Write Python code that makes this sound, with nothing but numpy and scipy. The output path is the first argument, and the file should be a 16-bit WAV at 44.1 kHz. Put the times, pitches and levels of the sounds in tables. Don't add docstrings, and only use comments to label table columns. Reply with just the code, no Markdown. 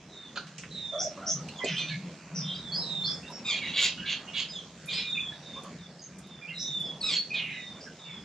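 import sys
import numpy as np
from scipy import signal
from scipy.fft import rfft, irfft, next_fast_len
from scipy.io import wavfile
from scipy.ndimage import uniform_filter1d

SR = 44100
rng = np.random.default_rng(int(sys.argv[2]) if len(sys.argv) > 2 else 0)


def natural_amplitude(level_db):
    exponent = np.asarray(level_db, float) / 20
    return 10 ** exponent


def transcribe(signal):
    frames = np.atleast_2d(signal).T
    limited = np.clip(frames, -1, 1)
    pcm = np.round(limited * 32767).astype(np.int16)
    wavfile.write(sys.argv[1], SR, pcm)


N = 363384

# start_s, length_s, start_hz, end_hz, level_db
WHISTLES = [(0.086, 0.23, 3970, 3452, -50), (0.699, 0.33, 4048, 3390, -38.5),
            (2.591, .17, 3910, 3267, -44.5), (2.795, 0.36, 4120, 3375, -35.5),
            (5.316, 0.071, 3950, 3600, -54), (4.97, .36, 3953, 3330, -37), (5.42, .2, 3810, 3512, -46.5),
            (5.776, 0.11, 3820, 3420, -54.5), (6.219, .24, 3784, 3420, -55.5),
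            (6.526, 0.42, 4040, 3326, -36), (7.484, .31, 3955, 3520, -47.5), (7.977, 0.23, 3747, 3380, -47)]
# start_s, length_s, start_hz, end_hz, level_db
BUZZES = [(7.42, .25, 2745, 2452, -44), (4.065, .11, 3050, 3200, -34), (4.345, .115, 3300, 3050, -35),
          (3.755, .09, 3250, 3500, -31), (7.35, .07, 3700, 3300, -38), (4.885, .07, 3700, 3400, -38),
          (.985, 0.094, 5610, 5870, -31.5), (1.015, 0.058, 7050, 7100, -45),
          (1.261, 0.11, 5590, 6220, -28.5), (2.345, .11, 5790, 5240, -36.5),
          (3.048, 0.058, 4414, 5090, -34.5), (3.79, .1, 11030, 11400, -56.5),
          (6.579, .12, 5360, 5940, -38.5), (7.803, 0.068, 4690, 5680, -48)]
# start_s, length_s, start_hz, end_hz, level_db
CHIRPS = [(1.885, 0.046, 4340, 4150, -42), (1.642, 0.09, 2500, 2445, -38.5), (8.05, .14, 2350, 2150, -54),
          (1.66, .14, 5000, 5200, -49), (4.93, 0.18, 2438, 2420, -41.5), (1.752, .045, 3000, 3200, -34),
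          (1.775, .06, 3450, 3600, -36), (2.732, .064, 4510, 5050, -34), (2.768, .11, 4500, 4480, -43.5),
          (3.074, .082, 5130, 5280, -36.5), (3.076, .057, 4800, 4700, -44), (3.967, .08, 2880, 2950, -42),
          (4.265, 0.072, 2820, 2870, -45.5), (4.913, .12, 4510, 5260, -39.5),
          (5.99, 0.026, 5080, 4760, -51.5), (6.013, .073, 6500, 6380, -46.5), (6.473, .05, 2580, 2857, -41),
          (6.845, .045, 5000, 5220, -51.5), (7.35, .2, 2520, 2430, -39), (7.344, .12, 3570, 2810, -38.5),
          (7.37, .1, 3050, 2750, -41), (7.441, 0.26, 2165, 1960, -45)]
# start_s, length_s, start_hz, end_hz, level_db
GLIDES = [(2.41, .2, 3200, 3180, -46.5), (2.485, .05, 3220, 3200, -36), (7.008, .03, 8800, 7650, -50.5),
          (7.158, .035, 4280, 4470, -24), (6.66, .05, 6250, 6300, -46.5), (4.05, .15, 4400, 4350, -48),
          (3.52, .055, 2440, 2420, -35), (3.53, .05, 3350, 3250, -35), (4.51, .135, 3900, 3100, -42),
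          (4.52, .08, 7600, 6500, -56), (1.57, .04, 6900, 6500, -56), (1.555, 0.04, 3520, 3400, -48),
          (1.585, .03, 3400, 3150, -40), (1.602, 0.068, 2060, 1973, -38), (1.595, 0.039, 1060, 1020, -43.5),
          (3.6, 0.095, 2450, 1883, -40), (3.62, .1, 3900, 3800, -42), (1.297, .04, 3640, 3260, -49.5),
          (1.77, 0.083, 2560, 2415, -36), (1.85, .091, 3580, 3770, -43.5), (1.905, 0.069, 2300, 2156, -41),
          (2.45, 0.18, 3904, 3820, -44.5), (2.543, 0.036, 4300, 5380, -47.5),
          (3.031, 0.043, 4100, 4480, -34), (3.229, 0.038, 2620, 2750, -46.5),
          (3.259, 0.065, 3610, 3760, -48), (4.48, .056, 5000, 5000, -46.5),
          (4.938, 0.11, 4140, 4020, -41.5), (5.148, .075, 2595, 2500, -37), (5.165, .03, 2400, 2400, -35),
          (7.006, 0.031, 4700, 3900, -35.5), (7.858, 0.046, 1724, 1466, -48.5)]
# start_s, length_s, pitch_hz, level_db
PIPS = [(1.713, 0.18, 5990, -50.5), (1.893, 0.06, 1702, -44.5), (2.412, 0.2, 3565, -44),
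        (2.717, 0.037, 4430, -34.5), (2.755, 0.085, 5150, -33), (3.31, 0.099, 5500, -46.5),
        (3.81, .03, 1420, -40.5), (4.019, .067, 1606, -44.5), (4.872, 0.035, 2432, -38.5),
        (5.121, .027, 3675, -35), (5.318, .015, 1720, -48), (6.411, 0.071, 2387, -45.5),
        (6.5, 0.057, 2095, -46.5), (7.298, 0.05, 2485, -37), (7.328, .04, 2490, -29)]
# start_s, length_s, effort_db, brightness_db, pitch_hz
SQUAWKS = [
    (3.44, 0.12, -28, -16, 1246),
    (4.875, .085, -35, -18, 1226),
]
# start_s, length_s, effort_db, brightness_db, pitch_hz
CRIES = [
    (7.015, .15, -28.5, -17, 1274),
]
# start_s, length_s, effort_db, brightness_db, pitch_hz
GRUMBLES = [
    (7.33, 0.12, -35.5, -25.5, 620),
    (8.04, 0.13, -51, -37, 904),
]
# start_s, length_s, effort_db, brightness_db, throat_factor [ratio]
RASPS = [
    (7.08, .13, -33.5, -10.5, 1.02),
    (3.525, .09, -35, -17, 1.01),
    (3.6, 0.16, -36, -19.5, 0.93),
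    (3.72, .21, -24, -9.5, 1.042),
    (4.045, 0.13, -30, -14, 0.984),
    (4.325, 0.135, -32, -12, 1.02),
]
# start_s, length_s, effort_db, brightness_db, throat_factor [ratio]
SCOLDS = [
    (.355, 0.034, -39.5, -11, 0.95),
    (1.645, 0.12, -33, -16.5, 0.87),
    (1.76, 0.1, -35, -23, 1.07),
    (1.86, 0.093, -40, -25, 0.99),
    (4.915, .13, -33.5, -21, 1.1),
]
# start_s, length_s, effort_db, brightness_db, throat_factor [ratio]
MUTTERS = [
    (3.97, .08, -49, -31, 0.6),
    (4.27, 0.044, -55, -28, .88),
]
# frequency_hz, level_db
THROAT = [(800, -24), (1250, -21), (1800, -15.5), (2200, -7.5), (2500, -2), (2850, -4), (3300, 0.5),
          (3950, -5.5), (4450, -7), (5100, -20.5), (6000, -19.5), (6800, -10), (7600, -30), (8400, -50.5),
          (14000, -81)]
# start_s, length_s, pitch_hz, level_db, first_overtone_db
CAWS = [(0.921, 0.086, 597, -30, -13.5), (0.995, 0.044, 707, -39, -7), (1.042, 0.055, 602, -31.5, -31),
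        (1.17, .044, 558, -41, 0.3), (1.2, 0.1, 670, -43, -0.5), (1.261, .07, 639, -41.5, -11),
        (1.099, 0.058, 620, -46.5, -7), (1.345, 0.11, 619, -56.5, 6.5), (2.601, .45, 923, -55.5, -30),
        (3.292, .038, 910, -42.5, -27), (5.55, 0.071, 527, -51, 7), (5.632, 0.071, 546, -52, 6)]
# start_s, level_db, centre_hz, width_hz, t60_s
KNOCKS = [(.358, -37, 1434, 388, 0.12), (.372, -28, 1480, 300, 0.08), (.372, -32, 4290, 895, 0.094),
          (.365, -38.5, 717, 700, 0.11), (.58, -38.5, 6350, 3060, 0.19), (0.582, -37.5, 2625, 1200, 0.063),
          (0.635, -30, 2070, 1290, 0.035), (0.643, -42.5, 2100, 1320, 0.039),
          (0.469, -45, 3950, 4960, 0.13), (1.484, -40, 6000, 3500, 0.05), (1.486, -30, 2750, 450, 0.03),
          (1.49, -36, 4250, 500, 0.04), (1.638, -20, 600, 330, 0.03), (1.644, -17, 480, 300, 0.03),
          (1.652, -24, 520, 300, 0.07), (1.644, -32, 7070, 1290, 0.067), (1.642, -30, 4500, 900, 0.043),
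          (3.299, -56, 8960, 4460, 0.13), (4.858, -46.5, 10150, 3600, 0.12), (5.1, -59.5, 9300, 3030, 0.12),
          (5.211, -53.5, 9800, 1980, 0.032), (5.53, -63, 4400, 2010, 0.048),
          (5.634, -43.5, 8160, 4480, 0.041), (6.184, -45, 7780, 4430, 0.084),
          (6.27, -59, 10300, 2900, 0.04), (6.799, -49.5, 9900, 3440, 0.088)]
# peak_s, level_db, half_length_s
REVS = [(.49, -52, 0.036), (0.67, -48.5, 0.088), (1.395, -43, 0.086), (1.736, -35.5, 0.027),
        (1.962, -37, 0.13), (2.431, -36.5, 0.098), (2.756, -46, 0.13), (3.04, -45, 0.16),
        (5.104, -55.5, 0.63), (5.84, -53, 0.088), (6.094, -56, .05), (6.799, -54, 0.5), (7.453, -57, 0.18),
        (8.12, -59, 0.051)]
# frequency_hz, level_db [dB per Hz]
HISS = [(29, -48.5), (50, -19.5), (91, -7.5), (139, -13.5), (180, 3), (306, -8), (605, -10), (815, -14.5),
        (1790, -17), (3550, -21), (6720, -20.5), (8140, -29.5), (10000, -46), (14500, -56)]
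# time_s, level_db
BREEZE = [(0.0, -57), (0.99, -55), (1.12, -52.5), (1.4, -52.5), (1.9, -52), (2.27, -54.5), (3.1, -52),
          (3.51, -53), (3.72, -52.5), (4.8, -54.5), (5.69, -53), (5.9, -58), (6.33, -57.5), (7.14, -53.5),
          (8.24, -55.5)]
# frequency_hz, t60_s
GARDEN = [(300, 0.17), (2000, 0.22), (4500, 0.29), (8000, 0.15)]
# frequency_hz, likeness [0-1]
SAME = [(60, 0.97), (160, 1.0), (420, 0.98), (1100, 0.99), (2910, 0.85), (7690, 0.051)]
# frequency_hz, left_minus_right_db
TILT = [(60, -2.5), (160, 0.5), (420, 0.0), (1100, -2.5), (2910, -3.5), (7690, -1)]

NASAL = dict(throat=1.043, kept=.87, hold=.3, rough_start=.22, rough_end=.8, drift=.98,
             peak=.54, start_db=-14, end_db=-9, dull_db=-4)
CRY = dict(throat=1.163, kept=.84, hold=.37, rough_start=.06, rough_end=.8, drift=.95,
           peak=.62, start_db=-7.5, end_db=-4, dull_db=-8)
GRUMBLE = dict(throat=.94, kept=.88, rough_start=.3, rough_end=1, drift=.8,
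               peak=.17, start_db=4, end_db=-13, dull_db=0)
RASP = dict(start_hz=567, kept=.95, rough_start=.66, rough_end=.97, drift=1.003,
            peak=.58, start_db=-10, end_db=-33, dull_db=-42)
SCOLD = dict(start_hz=516.4, kept=.94, rough_start=.8, rough_end=.67, drift=.884,
             peak=.23, start_db=-4, end_db=-7, dull_db=-4)
MUTTER = dict(start_hz=727, kept=1.2, rough_start=.35, rough_end=.6, drift=1.6,
              peak=.3, start_db=-1, end_db=-3, dull_db=6)

BUZZ_HZ, CHIRP_HZ, GLIDE_HZ, PIP_HZ = 497, 190, 85, 45
TOP_HZ = 8600
ECHO_DB, IDLE_DB = -4, -59.5
STARVE_DB, STARVE_HZ, SPARE_DB = -51, 8100, 16


def whistle(start_s, length_s, start_hz, end_hz, level_db):
    u = np.arange(0, 1, 1 / (length_s * SR))
    hz = start_hz + (end_hz - start_hz) * u ** .72
    shake_hz = np.interp(u, [0, .58, 1], [190, 40, 110])
    shake = np.sin(turns(115 + 25 * wobble(len(u), 14.8).real))
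    angle = turns(hz + shake_hz * shake)
    flutter = .85 + .45 * wobble(len(u), 50)
    octave = natural_amplitude(-26.5 + .57 * (level_db + 44) - 9 * u)
    tone = flutter * (np.exp(1j * angle) + octave * np.exp(2j * angle))
    swell_db = arch(u, .6, -10, -9.5)
    return start_s, natural_amplitude(level_db + swell_db) * evened(tone.real) * signal.windows.tukey(len(u), .16)


def note(start_s, length_s, start_hz, end_hz, level_db, trill_hz):
    hz, swell = glide(length_s, start_hz, end_hz, early=.8 - .00039 * trill_hz)
    shake = swell * np.sin(turns(330 + 60 * wobble(len(hz), 60).real))
    flutter = .72 + .52 * wobble(len(hz), 70 + .25 * trill_hz)
    tone = np.exp(1j * turns(hz + trill_hz * shake)) * flutter
    return start_s, natural_amplitude(level_db) * swell * evened(tone.real)


def squawk(start_s, length_s, effort_db, bright_db, start_hz, throat, kept, rough_start, rough_end, drift,
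           peak, start_db, end_db, dull_db, hold=.3):
    t = np.arange(0, length_s, 1 / SR)
    u = t / length_s
    effort_db = effort_db + arch(u, peak, start_db, end_db)
    bright_db = bright_db + arch(u, peak, dull_db, dull_db / 2)
    fall = np.sin(np.pi / 2 * np.clip((u - hold) / .45, 0, 1)) ** 2
    hz = start_hz * (1 + (kept - 1) * fall) * (1 + .007 * wobble(len(t), 25).real)
    rough = np.clip(rough_start + (rough_end - rough_start) * u, 0, 1)
    throat = throat * drift ** (2 * u - 1)
    angle, voice = turns(hz), 0
    for k in range(1, int(TOP_HZ / hz.min())):
        clear = np.sqrt(1 - rough) * (1.06 + .5 * wobble(len(t), 27))
        rasp = np.sqrt(rough) * wobble(len(t), 210) * natural_amplitude(2.5 * wobble(len(t), 30).real)
        lift_db = (bright_db + 16.5) * np.clip(k * hz / 2000 - 2, 0, 1)
        overtone = ((clear + rasp) * np.exp(1j * k * angle)).real
        voice = voice + natural_amplitude(read(THROAT, k * hz / throat) + lift_db) * overtone
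    gusts = (.4 * wobble(len(t), 60) + .8 * wobble(len(t), 260)).real
    puffs = evened(natural_amplitude(6 * rough * np.tanh(gusts)))
    edges = signal.windows.tukey(len(t), .3)
    return start_s, natural_amplitude(effort_db) * voice * np.sqrt(hz / 1200) * puffs * edges


def caw(start_s, length_s, start_hz, level_db, second_db):
    hz, swell = glide(length_s, start_hz, 1.035 * start_hz)
    angle, voice = turns(hz), 0
    for k, overtone_db in enumerate([0, second_db, second_db - 16.5], 1):
        hoarse = .45 + .9 * wobble(len(hz), 60 * k)
        voice = voice + natural_amplitude(overtone_db) * np.exp(1j * k * angle) * hoarse
    return start_s, natural_amplitude(level_db) * swell * voice.real


def knock(start_s, level_db, hz, width_hz, t60_s):
    t = np.arange(0, .15, 1 / SR)
    same = np.clip(read(SAME, hz), -1, 1)
    left = wobble(len(t), width_hz / 2)
    right = same * left + np.sqrt(1 - same ** 2) * wobble(len(t), width_hz / 2)
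    grit = [left, right] * np.exp(2j * np.pi * hz * t)
    return start_s, natural_amplitude(level_db - 60 * t / t60_s) * np.minimum(t / .0019, 1) * grit.real


def hum():
    t = np.arange(N) / SR
    hz = 165 + 4 * wobble(N, 1.5).real
    level = natural_amplitude(IDLE_DB)
    for peak_s, level_db, half_s in REVS:
        level = level + natural_amplitude(level_db) * np.exp(-((t - peak_s) / half_s) ** 2)
    return level * evened((wobble(N, 21) * np.exp(1j * turns(hz))).real)


def hiss():
    frames, hz = N // 512 + 5, np.fft.rfftfreq(1024, 1 / SR)
    a, b, c, d, patches = rng.standard_normal((frames, 513, 5)).T
    patches = evened(uniform_filter1d(uniform_filter1d(patches, 14, 0), 10, 1))
    same = np.clip(read(SAME, hz), -1, 1)[:, None]
    left = a + 1j * b
    z = np.array([left, same * left + np.sqrt(1 - same ** 2) * (c + 1j * d)])
    z *= natural_amplitude(read(HISS, hz)[:, None] + 2.58 * patches)
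    noise = signal.istft(z, nperseg=1024, noverlap=512)[1][:, :N]
    swell_db = np.interp(np.arange(N) / SR, *np.transpose(BREEZE))
    return natural_amplitude(swell_db + 6) * evened(noise)


def placed(start_s, sound):
    side = rng.uniform(-1, 1)
    late = np.sinc(np.arange(-8, 9) - .8 * side * np.array([[1], [-1]]))
    level = natural_amplitude(1.7 * side * np.array([[-1], [1]]))
    return start_s - 8 / SR, signal.oaconvolve(sound[None], late, axes=1) * level


def garden(x):
    taps = np.zeros((2, SR))
    at = np.arange(300, SR - 20, 20) + rng.integers(0, 20, (2, (SR - 301) // 20))
    np.put_along_axis(taps, at, rng.choice([-1., 1.], at.shape), 1)
    hz, t, z = signal.stft(taps, SR, nperseg=256)
    same = np.clip(read(SAME, hz), -1, 1)[:, None]
    z[1] = same * z[0] + np.sqrt(1 - same ** 2) * z[1]
    decay = natural_amplitude(-60 * t / read(GARDEN, hz)[:, None])
    tail = signal.istft(z * decay, SR, nperseg=256)[1]
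    return signal.fftconvolve(x[None], tail / np.linalg.norm(tail[0]), axes=1)[:, :N]


def glide(length_s, start_hz, end_hz, early=.8):
    u = np.arange(0, 1, 1 / (length_s * SR))
    swell = np.sin(np.pi * u ** early) ** 1.2
    return start_hz + (end_hz - start_hz) * np.sin(np.pi / 2 * u) ** 1.1, swell


def arch(u, peak, start, end):
    peak = np.clip(peak, .05, .95)
    return np.where(u < peak, start * (1 - u / peak) ** 2, end * ((u - peak) / (1 - peak)) ** 2)


def wobble(count, hz):
    size = next_fast_len(count + 600)
    z = rng.standard_normal((size, 2)) @ [1, 1j]
    bell = np.exp(-.5 * (np.fft.fftfreq(size, 1 / SR) / hz) ** 2)
    return evened(np.fft.ifft(z * bell))[:count]


def turns(hz):
    return 2 * np.pi * np.cumsum(hz) / SR


def evened(x):
    return x / np.sqrt(np.mean(abs(x) ** 2) + 1e-20)


def read(points, hz):
    f, value = np.transpose(points)
    return np.interp(np.log(hz + 1), np.log(f + 1), value)


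def add(mix, start_s, sound):
    part = mix[..., round(start_s * SR):][..., :sound.shape[-1]]
    part += sound[..., :part.shape[-1]]


def scene():
    calls = [whistle(*row) for row in WHISTLES]
    calls += [note(s, length_s, hz, hz, db, PIP_HZ) for s, length_s, hz, db in PIPS]
    for rows, trill_hz in [(BUZZES, BUZZ_HZ), (CHIRPS, CHIRP_HZ), (GLIDES, GLIDE_HZ)]:
        calls += [note(*row, trill_hz) for row in rows]
    for rows, voice in [(SQUAWKS, NASAL), (CRIES, CRY), (GRUMBLES, GRUMBLE)]:
        calls += [squawk(*row, **voice) for row in rows]
    for rows, voice in [(RASPS, RASP), (SCOLDS, SCOLD), (MUTTERS, MUTTER)]:
        calls += [squawk(*row, throat=throat, **voice) for *row, throat in rows]
    direct, all_round = np.zeros((2, N)), np.zeros(N)
    for call in calls:
        add(direct, *placed(*call))
        add(all_round, *call)
    for start_s, sound in [caw(*row) for row in CAWS] + [knock(*row) for row in KNOCKS]:
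        add(direct, start_s, sound)
        add(all_round, start_s, natural_amplitude(-3) * np.atleast_2d(sound)[0])
    return direct + natural_amplitude(ECHO_DB) * garden(all_round) + hum() + hiss()


def starved(x):
    hz, _, z = signal.stft(x, SR, nperseg=2048, noverlap=1024)
    power = (abs(z) ** 2).mean(0)
    call_db = 10 * np.log10(power[(hz > 5500) & (hz < 8000)].sum(0) + 1e-20)
    band_db = 10 * np.log10(uniform_filter1d(power, size=24, axis=0) + 1e-20)
    faint = band_db < np.median(band_db, axis=1)[:, None] + SPARE_DB
    dropped = np.clip((call_db - STARVE_DB) / 2, 0, 1) * faint * (hz > STARVE_HZ)[:, None]
    return signal.istft(z * (1 - dropped), SR, nperseg=2048, noverlap=1024)[1][:, :N]


def low_pass(x):
    return signal.sosfilt(signal.butter(12, 14400, fs=SR, output="sos"), x)


def record(dry):
    hz = np.fft.rfftfreq(N, 1 / SR)
    tilt_db = read(TILT, hz) * [[.5], [-.5]]
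    low_cut = 1 / np.sqrt(1 + (58 / (hz + 1)) ** 8)
    heard = irfft(rfft(dry) * natural_amplitude(tilt_db) * low_cut, N)
    mix = starved(heard)
    return low_pass(mix)


dry = scene()
out = record(dry)
transcribe(out)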